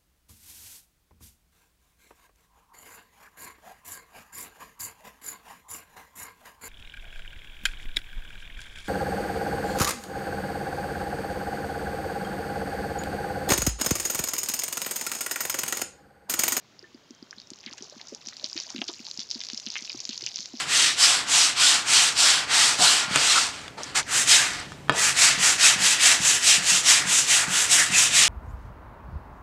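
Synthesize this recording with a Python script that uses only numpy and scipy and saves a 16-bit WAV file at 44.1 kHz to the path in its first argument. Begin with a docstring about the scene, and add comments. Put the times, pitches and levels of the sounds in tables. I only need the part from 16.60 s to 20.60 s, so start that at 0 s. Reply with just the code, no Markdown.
"""Water poured over a window ledge runs off its edge and falls on the paving of a quiet garden.
Single drops tick first, then thicken into a steady spatter with wet slaps from larger blobs.
Air trapped in the water rings as small bubbles. Close by come dull knocks, about seven a second,
probably the glugging of the pour. A few soft bumps and one faint whistle are also heard."""
import sys
import numpy as np
from scipy import signal
from scipy.fft import rfft, irfft
from scipy.io import wavfile

SR = 44100
rng = np.random.default_rng(int(sys.argv[2]) if len(sys.argv) > 2 else 0)


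def materialize(psi):
    """Save the field psi as 16-bit PCM at rate SR to the path in sys.argv[1].

    A 1-D psi becomes a single channel; in a 2-D psi each row is a channel.
    """
    bounded = np.clip(np.atleast_2d(psi).T, -1, 1)
    quanta = np.round(bounded * 32767).astype(np.int16)
    wavfile.write(sys.argv[1], SR, quanta)


N = 176400
TIME = np.arange(N) / SR


def from_db(db):
    """Turn decibels into a number to multiply a sound by."""
    return 10 ** (np.asarray(db) / 20)


def rms_one(x):
    """Scale a sound so that its average strength (rms) is 1."""
    return x / np.sqrt(np.mean(x ** 2) + 1e-20)


def at_hz(points, hz):
    """Read the level at any pitch from rows of Hz and dB."""
    known_hz, db = np.transpose(points)
    return np.interp(np.log(hz + 1e-6), np.log(known_hz), db)


def add(track, start_s, sound):
    """Mix a sound into a track at the given time."""
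    i = int(np.clip(start_s * SR, 0, N - 1))
    track[i:i + len(sound)] += sound[:N - i]


def band(x, hz, octaves, order=1):
    """Keep the part of a sound around one pitch, so many octaves wide."""
    edges = np.clip([hz / 2 ** (octaves / 2), hz * 2 ** (octaves / 2)], 10, .45 * SR)
    return signal.sosfilt(signal.butter(order, edges, "band", fs=SR, output="sos"), x + 1e-18)


def noise(colour):
    """Make a hiss whose lows and highs follow rows of Hz and dB."""
    gains = from_db(at_hz(colour, np.fft.rfftfreq(N, 1 / SR)))
    return rms_one(irfft(rfft(rng.standard_normal(N)) * gains, N))


def grains(per_s, spread_db, size):
    """Scatter random clicks, many small and a few large."""
    strengths = from_db(spread_db * np.minimum(rng.exponential(1, size), 4))
    return (rng.random(size) < per_s / SR) * strengths * rng.choice([-1, 1], size)


def swell(t, rise_s, decay_s):
    """Make a loudness curve that rises smoothly to 1 and dies away."""
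    shape = (1 - np.exp(-t / rise_s)) ** 2 * np.exp(-t / decay_s)
    return shape / shape.max()


def droplets(clicks, pitches, gains, octaves):
    """Give each click a pitch; droplets on stone tick briefly, those in standing water ring longer."""
    wet_share, ring_octaves, ring_db = .45, .13, 8
    dealt = rng.choice(len(pitches), len(clicks), p=pitches / pitches.sum())
    wet = rng.random(len(clicks)) < wet_share
    out = np.zeros(len(clicks))
    for k, (hz, gain) in enumerate(zip(pitches, gains)):
        own = clicks * (dealt == k) * gain
        out += band(own * ~wet, hz, octaves, order=2)
        out += from_db(ring_db) * band(own * wet, hz, ring_octaves)
    return rms_one(out)


def garden_air():
    """The still garden gives a soft, even hush over a faint rumble."""
    # Tone of the hush. Each row: frequency in Hz, relative level in dB.
    colour = [(15, -45), (25, -35), (48, -19.5), (108, -3.5), (304, -3), (465, -6.5), (575, -8.5),
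              (711, -10), (859, -10.5), (2660, -12.5), (3370, -11), (5150, -13.5), (7000, -13.5),
              (9100, -14), (15400, -120)]
    hush = from_db(-59.5) * noise(colour)
    rumble = from_db(-86) * rms_one(band(rng.standard_normal(N), hz=39.5, octaves=2.4))
    return hush + rumble


def plips():
    """Tiny bubbles burst at random in the water on the ledge, each with its own rising pitch."""
    # Loudness of the trickle. Each row: time in seconds, level in dB.
    trickle = [(0, -67), (.95, -67), (1.1, -58), (1.55, -61.5), (1.78, -60.5), (2.1, -56), (2.4, -64),
               (2.9, -61), (4, -65.5)]
    per_s, low_hz, high_hz, climb_per_s = 420, 526, 4420, 6.2
    decay_cycles, spread_db, db_per_octave = 2.3, 3.5, 2.5
    out, t = np.zeros(N), TIME[:SR // 25]
    for when, pitch, size in rng.random((int(per_s * N / SR), 3)):
        hz = low_hz * (high_hz / low_hz) ** pitch
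        db = spread_db * min(-np.log(1 - size), 3) + db_per_octave * np.log2(hz / low_hz)
        phase = 2 * np.pi * hz * (t + climb_per_s * t * t / 2)
        add(out, when * N / SR, from_db(db) * swell(t, .5 / hz, decay_cycles / hz) * np.sin(phase))
    return from_db(np.interp(TIME, *np.transpose(trickle))) * rms_one(out)


def bumps():
    """Soft, hollow bumps ring on one low note each, perhaps the vessel being handled."""
    # The bumps. Each row: start in seconds, peak level in dB, pitch in Hz.
    hits = [(0.036, -56, 140), (3.357, -51.5, 132), (3.63, -50, 134)]
    out, t = np.zeros(N), TIME[:SR // 5]
    shape = swell(t, rise_s=0.0062, decay_s=0.02)
    for start, db, hz in hits:
        add(out, start, from_db(db) * shape * np.sin(2 * np.pi * hz * t))
    return out


def drops():
    """Each drop snaps, rings very briefly on the wet stone and throws up a short spray."""
    # Drops landing. 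Each row: start in seconds, relative level in dB, pitch in Hz, decay in seconds.
    landings = [(0.192, -34.5, 5050, 0.0007), (0.2265, -41.5, 4740, 0.00062), (0.3456, -43, 4800, 0.0009),
                (0.5074, -30.5, 5800, 0.00018), (0.549, -39, 6200, 0.00026), (0.6265, -37, 4760, 0.00071),
                (0.7089, -26.5, 5330, 0.00034), (0.7836, -35, 4070, 0.00091),
                (0.8004, -29.5, 4600, 0.00027), (0.817, -32.5, 4640, 0.00025),
                (0.9037, -17.5, 6550, 0.000092), (0.935, -28, 4500, 0.00022), (0.988, -31, 5630, 0.00012),
                (1.0385, -37, 4590, 0.00025), (1.0627, -21.5, 4170, 0.00026), (1.1283, -23, 4230, 0.00014),
                (1.1343, -26.5, 6000, 0.00027), (1.183, -27.5, 3100, 0.00014), (1.2239, -25, 5770, 0.00038),
                (1.2421, -33, 5170, 0.00029), (1.298, -30.5, 5730, 0.00032), (1.4138, -25, 4270, 0.00022),
                (1.5484, -19, 6400, 0.00017), (1.661, -25, 4750, 0.00012), (1.6713, -24.5, 5840, 0.00089),
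                (1.686, -11.5, 6150, 0.000069), (1.797, -28, 4150, 0.00033), (1.8429, -13.5, 4670, 0.00033),
                (1.8528, -25, 3640, 0.00036), (1.8986, -26, 4770, 0.00026), (1.915, -27, 5370, 0.00014),
                (1.9654, -18, 3800, 0.0001), (1.977, -16.5, 4460, 0.00037), (2.001, -16, 5500, 0.00027),
                (2.0078, -26, 4600, 0.00045), (2.103, -18.5, 5700, 0.00017), (2.2168, -14, 3040, 0.0004),
                (2.241, -26.5, 5250, 0.00053), (2.2821, -21, 4850, 0.00039), (2.2879, -17.5, 4130, 0.00014),
                (2.3375, -25, 4900, 0.00026), (2.451, -31, 4400, 0.00061), (2.467, -21, 4350, 0.00026),
                (2.5127, -20.5, 4450, 0.0004), (2.575, -21, 5270, 0.00035), (2.5934, -16, 4600, 0.00022),
                (2.6028, -19, 5130, 0.00026), (2.6152, -23, 4620, 0.00021), (2.7035, -21.5, 5440, 0.00042),
                (2.7123, -13, 4900, 0.00035), (2.746, -25, 4700, 0.00062), (2.751, -22, 4900, 0.00042),
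                (2.7936, -29, 5750, 0.00049), (2.8048, -16.5, 4800, 0.00015), (2.837, -17.5, 5050, 0.00015),
                (2.849, -23, 5160, 0.00016), (2.8681, -22.5, 5300, 0.00022), (2.8869, -19.5, 4900, 0.00023),
                (2.9004, -15.5, 4400, 0.00012), (2.933, -20, 5200, 0.00024), (2.946, -20, 5130, 0.00027),
                (2.976, -20, 5360, 0.00061), (2.999, -12, 4870, 0.000052), (3.0642, -17.5, 5030, 0.00022),
                (3.1025, -19, 4860, 0.00038), (3.14, -19.5, 5400, 0.00013), (3.1556, -16, 2600, 0.00024),
                (3.1644, -19.5, 2550, 0.00048), (3.182, -20, 5500, 0.00025), (3.2235, -23, 5430, 0.00025),
                (3.2512, -20, 4600, 0.00012), (3.2958, -22.5, 4860, 0.00091), (3.4033, -15, 6140, 0.00018),
                (3.4527, -14.5, 5300, 0.00022), (3.4921, -18.5, 4400, 0.00038),
                (3.5095, -26, 5000, 0.00024), (3.5312, -21, 4500, 0.00016), (3.5774, -20.5, 4900, 0.00027),
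                (3.6095, -17.5, 5040, 0.0001), (3.6216, -23.5, 4900, 0.00051),
                (3.639, -21.5, 4500, 0.00027), (3.6635, -10, 5730, 0.0002), (3.6715, -25, 2830, 0.00083),
                (3.6889, -26, 5940, 0.00043), (3.7589, -14, 5700, 0.00032), (3.7709, -21.5, 4340, 0.00028),
                (3.782, -19, 5770, 0.00012), (3.7884, -17.5, 4280, 0.00019), (3.8055, -17.5, 5720, 0.0002),
                (3.8575, -16, 5430, 0.0001)]
    level_db, spray_db = 2.5, -25.5
    out, t = np.zeros(N), TIME[:SR // 25]
    for start, db, hz, decay_s in landings:
        ring = swell(t, 0.23 * decay_s, decay_s) * np.sin(2 * np.pi * (hz * t + rng.random()))
        ring = band(ring, hz, octaves=1.77)
        clicks = grains(per_s=8100, spread_db=1.3, size=len(t))
        spray = rms_one(band(clicks, hz, octaves=1, order=2)) * swell(t, rise_s=0.0013, decay_s=0.0017)
        burst = rng.standard_normal(len(t)) * np.exp(-t / decay_s)
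        snap = band(burst, hz=9000, octaves=0.3, order=2)
        snap_db = -6.5 + 0.0085 * (hz - 5160)   # small, high-pitched drops snap more brightly
        drop = ring + from_db(spray_db) * spray + from_db(snap_db) * snap
        add(out, start, from_db(db + level_db) * drop)
    return out


def glugs():
    """Each glug is a short, low note that sags in pitch and leaves a faint hollow ring."""
    # The glugs. Each row: time in seconds, relative level in dB, base pitch in Hz,
    # seconds to fade by 60 dB before stretching.
    knocks = [(0.2293, -44, 390, 0.021), (0.346, -39.5, 286, 0.028), (0.5058, -39, 282, 0.03),
              (0.6257, -37, 267, 0.017), (0.774, -45.5, 245, 0.029), (0.917, -37, 274, 0.012),
              (1.0671, -39.0, 260, 0.031), (1.118, -45, 280, 0.018), (1.209, -41.5, 262, 0.018),
              (1.365, -42.5, 261, 0.027), (1.5248, -40, 269, 0.034), (1.6716, -45, 260, 0.03),
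              (1.842, -39.5, 262, 0.014), (2.147, -31.0, 277, 0.027), (2.1615, -34, 273, 0.033),
              (2.1854, -32.5, 244, 0.039), (2.2155, -31.5, 290, 0.025), (2.2928, -33, 335, 0.016),
              (2.401, -39, 255, 0.024), (2.587, -39.5, 245, 0.023), (2.757, -37.0, 273, 0.037),
              (2.9324, -36.5, 257, 0.029), (3.0688, -36, 249, 0.03), (3.2214, -43, 260, 0.018),
              (3.3476, -34, 284, 0.017), (3.4928, -34, 262, 0.027), (3.6276, -39.5, 350.0, 0.0085),
              (3.7937, -44, 227, 0.02), (3.9384, -33.5, 276, 0.04)]
    level_db, lead_s, stretch = -2, 0.0016, 1.39
    start_ratio, end_ratio, sag_s = 1.281, 0.82, 0.0052
    hollow_hz, hollow_width_hz, hollow_db = 144.4, 25.5, 8.5
    out, t = np.zeros(N), TIME[:SR // 8]
    for when, db, hz, fade_s in knocks:
        pitch = hz * (end_ratio + (start_ratio - end_ratio) * np.exp(-t / sag_s))
        tone = np.sin(2 * np.pi * np.cumsum(pitch) / SR)
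        shape = swell(t, rise_s=0.0029, decay_s=stretch * fade_s / np.log(1000))
        add(out, when - lead_s, from_db(db + level_db) * shape * tone)
    hollow = band(out, hollow_hz, octaves=hollow_width_hz / hollow_hz / np.log(2))
    return band(out, hz=210, octaves=11) + from_db(hollow_db) * hollow


def bubbles():
    """Trapped air rings briefly; most bubbles rise in pitch as they near the surface."""
    # The bubbles. Each row: start in seconds, peak level in dB, pitch in Hz,
    # seconds to fade by 60 dB, share of the pitch gained per second.
    air_pockets = [(.241, -44, 1800, 0.058, -0.5), (1.222, -44, 377, 0.074, 8),
                   (1.323, -43, 540, 0.029, 12), (1.521, -38, 387, 0.047, 11),
                   (1.525, -40, 516, 0.042, 7.5), (1.831, -43.5, 567, 0.053, 6), (1.956, -36, 283, .05, 12)]
    out, t = np.zeros(N), TIME[:SR // 8]
    for start, db, hz, fade_s, climb_per_s in air_pockets:
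        phase = 2 * np.pi * hz * (t + climb_per_s * t * t / 2)
        add(out, start, from_db(db) * swell(t, .5 / hz, fade_s / np.log(1000)) * np.sin(phase))
    return out


def whistle():
    """A thin, unsteady note steps up in pitch, from the running water or a far bird."""
    # Path of the note. Each row: time in seconds, pitch in Hz, level in dB before the wavering.
    path = [(.4, 3200, -76), (.58, 3210, -63), (.75, 3180, -76), (.81, 3780, -54), (.91, 3690, -66)]
    waver_hz, waver_share = 60, .45
    times, hz, db = np.transpose(path)
    gain = np.interp(TIME, times, from_db(db), left=0, right=0)
    smoothing = signal.butter(2, waver_hz, fs=SR, output="sos")
    waver = rms_one(signal.sosfilt(smoothing, rng.standard_normal(N)))
    tone = np.sin(2 * np.pi * np.cumsum(np.interp(TIME, times, hz)) / SR)
    return gain * (1 - waver_share + waver_share * waver) * tone


def patter():
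    """Countless small drops land at scattered pitches; more water makes them denser and louder."""
    # How much water is landing. Each row: time in seconds, level in dB.
    flow_levels = [(0, -91), (.7, -64.5), (1.0, -56.5), (1.2, -53), (1.6, -53), (1.76, -51), (1.9, -45),
                   (2.1, -47), (2.35, -46.5), (2.52, -45.5), (2.68, -51), (2.85, -45.5), (3.03, -48.5),
                   (3.2, -45), (3.42, -45.5), (3.75, -43.5), (3.92, -49.5), (4, -44.5)]
    # Tone of the spatter. Each row: frequency in Hz, relative level in dB.
    colour = [(700, -8), (1400, -35), (2300, 2.5), (3500, 2.5), (4800, 9), (6000, 8.5), (7500, 2.5),
              (11000, -3.5)]
    most_ticks_per_s, most_sparkles_per_s = 1300, 260
    flow = from_db(np.interp(TIME, *np.transpose(flow_levels)))
    density = np.sqrt(flow / flow.max())
    # The broken stream lands in clumps.
    surge_db = 1.48 * rms_one(band(rng.standard_normal(N), hz=19.3, octaves=1.7, order=2))
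    tick_hz = np.geomspace(800, 8000, 26)
    clicks = grains(most_ticks_per_s * density, spread_db=4.5, size=N)
    ticks = droplets(clicks, tick_hz, from_db(at_hz(colour, tick_hz)), octaves=0.36)
    sparkle_hz = np.geomspace(8800, 12000, 6)   # very fine droplets tick very high
    fine_clicks = grains(most_sparkles_per_s * density, spread_db=0, size=N)
    sparkle = droplets(fine_clicks, sparkle_hz, (sparkle_hz[0] / sparkle_hz) ** 2, octaves=.5)
    hiss = noise(colour)   # the smallest droplets blur together
    return flow * from_db(surge_db) * (from_db(1) * ticks + from_db(-14) * sparkle + from_db(-9) * hiss)


def slaps():
    """A blob flattens into a quick, dying cluster of tiny impacts at scattered pitches."""
    # The blobs. Each row: start in seconds, relative level in dB, middle pitch in Hz, decay in seconds.
    blobs = [(0.727, -40.5, 1250, 0.0026), (1.031, -48.5, 2700, 0.01), (1.114, -52, 2600, 0.0064),
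             (.78, -55, 4140, 0.03), (1.066, -42, 2570, 0.017), (1.179, -41, 6270, 0.009),
             (1.173, -51, 2070, 0.015), (1.225, -48.5, 5500, 0.041), (1.397, -48.5, 2330, 0.008),
             (1.403, -52.5, 825, 0.0048), (1.482, -45, 6200, 0.033), (1.671, -45, 5370, 0.0039),
             (1.686, -44, 4970, 0.016), (1.725, -44.5, 1640, 0.0035), (1.841, -39.5, 4800, 0.018),
             (1.964, -41.5, 2490, 0.028), (1.978, -44, 4900, 0.031), (2.0, -40, 5100, 0.015),
             (2.087, -47, 2470, 0.01), (2.097, -51, 870, 0.011), (2.161, -32.5, 3100, 0.0032),
             (2.181, -35, 2840, 0.0036), (2.216, -31, 2630, 0.0028), (2.218, -39, 875, 0.0078),
             (2.281, -36, 4000, 0.017), (2.29, -43, 940, 0.01), (2.475, -51.5, 940, 0.0086),
             (2.597, -38, 4630, 0.026), (2.712, -38.5, 5050, 0.03), (2.749, -48, 5070, 0.024),
             (2.811, -41, 3000, 0.017), (2.895, -49.5, 3100, 0.027), (3.063, -36, 3390, 0.012),
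             (3.113, -40.5, 4800, 0.04), (3.157, -41.5, 2020, .009), (3.163, -36, 2550, 0.022),
             (3.299, -35, 2770, 0.0068), (3.344, -52.5, 950, 0.0055), (3.402, -39.5, 5830, 0.011),
             (3.495, -39.5, 3620, 0.027), (2.142, -51, 12000, 0.015), (2.401, -49, 11500, .008),
             (3.661, -40, 2940, 0.022), (3.793, -42, 5300, 0.075), (3.937, -51.5, 686, 0.0035)]
    level_db, width_octaves = 2.5, 0.77
    out, t = np.zeros(N), TIME[:SR // 5]
    for start, db, hz, decay_s in blobs:
        pitches = hz * 2 ** (width_octaves * np.linspace(-.5, .5, 7))
        clicks = grains(per_s=810, spread_db=1.96, size=len(t))
        cluster = droplets(clicks, pitches, gains=hz / pitches, octaves=0.64)
        shape = swell(t, rise_s=0.00031, decay_s=decay_s)
        slap = rms_one(cluster * shape) * np.sqrt(np.mean(shape ** 2))
        add(out, start, from_db(db + level_db) * slap)
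    return out


def garden_echo(x):
    """Sound bounces off the house wall and the garden and quickly dies away."""
    build_s, fade_s = 0.0009, 0.11
    t = TIME[:SR // 2]
    tail = rng.standard_normal(len(t)) * from_db(-60 * t / fade_s) * (1 - np.exp(-t / build_s))
    return signal.fftconvolve(x, tail / np.linalg.norm(tail))[:N]


def scene():
    """Mix the water landing below, the pour close by and the still air around."""
    air = garden_air()
    below = drops() + slaps() + patter()
    near = glugs() + bubbles() + bumps()
    echo = garden_echo(from_db(-15.5) * below + from_db(-7.5) * near)
    return (below + near + echo + plips() + whistle() + air)[None]


def record(dry):
    """A small microphone lets little of the highest treble through and hisses faintly."""
    dull_above_hz, leak_db, hiss_db, silent_above_hz = 6855, -22, -79.5, 16300
    dull = signal.sosfilt(signal.butter(14, dull_above_hz, fs=SR, output="sos"), dry)
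    heard = dull + from_db(leak_db) * dry + from_db(hiss_db) * rng.standard_normal(dry.shape)
    return signal.sosfilt(signal.cheby2(16, 60, silent_above_hz, fs=SR, output="sos"), heard)


dry = scene()
out = record(dry)
materialize(out)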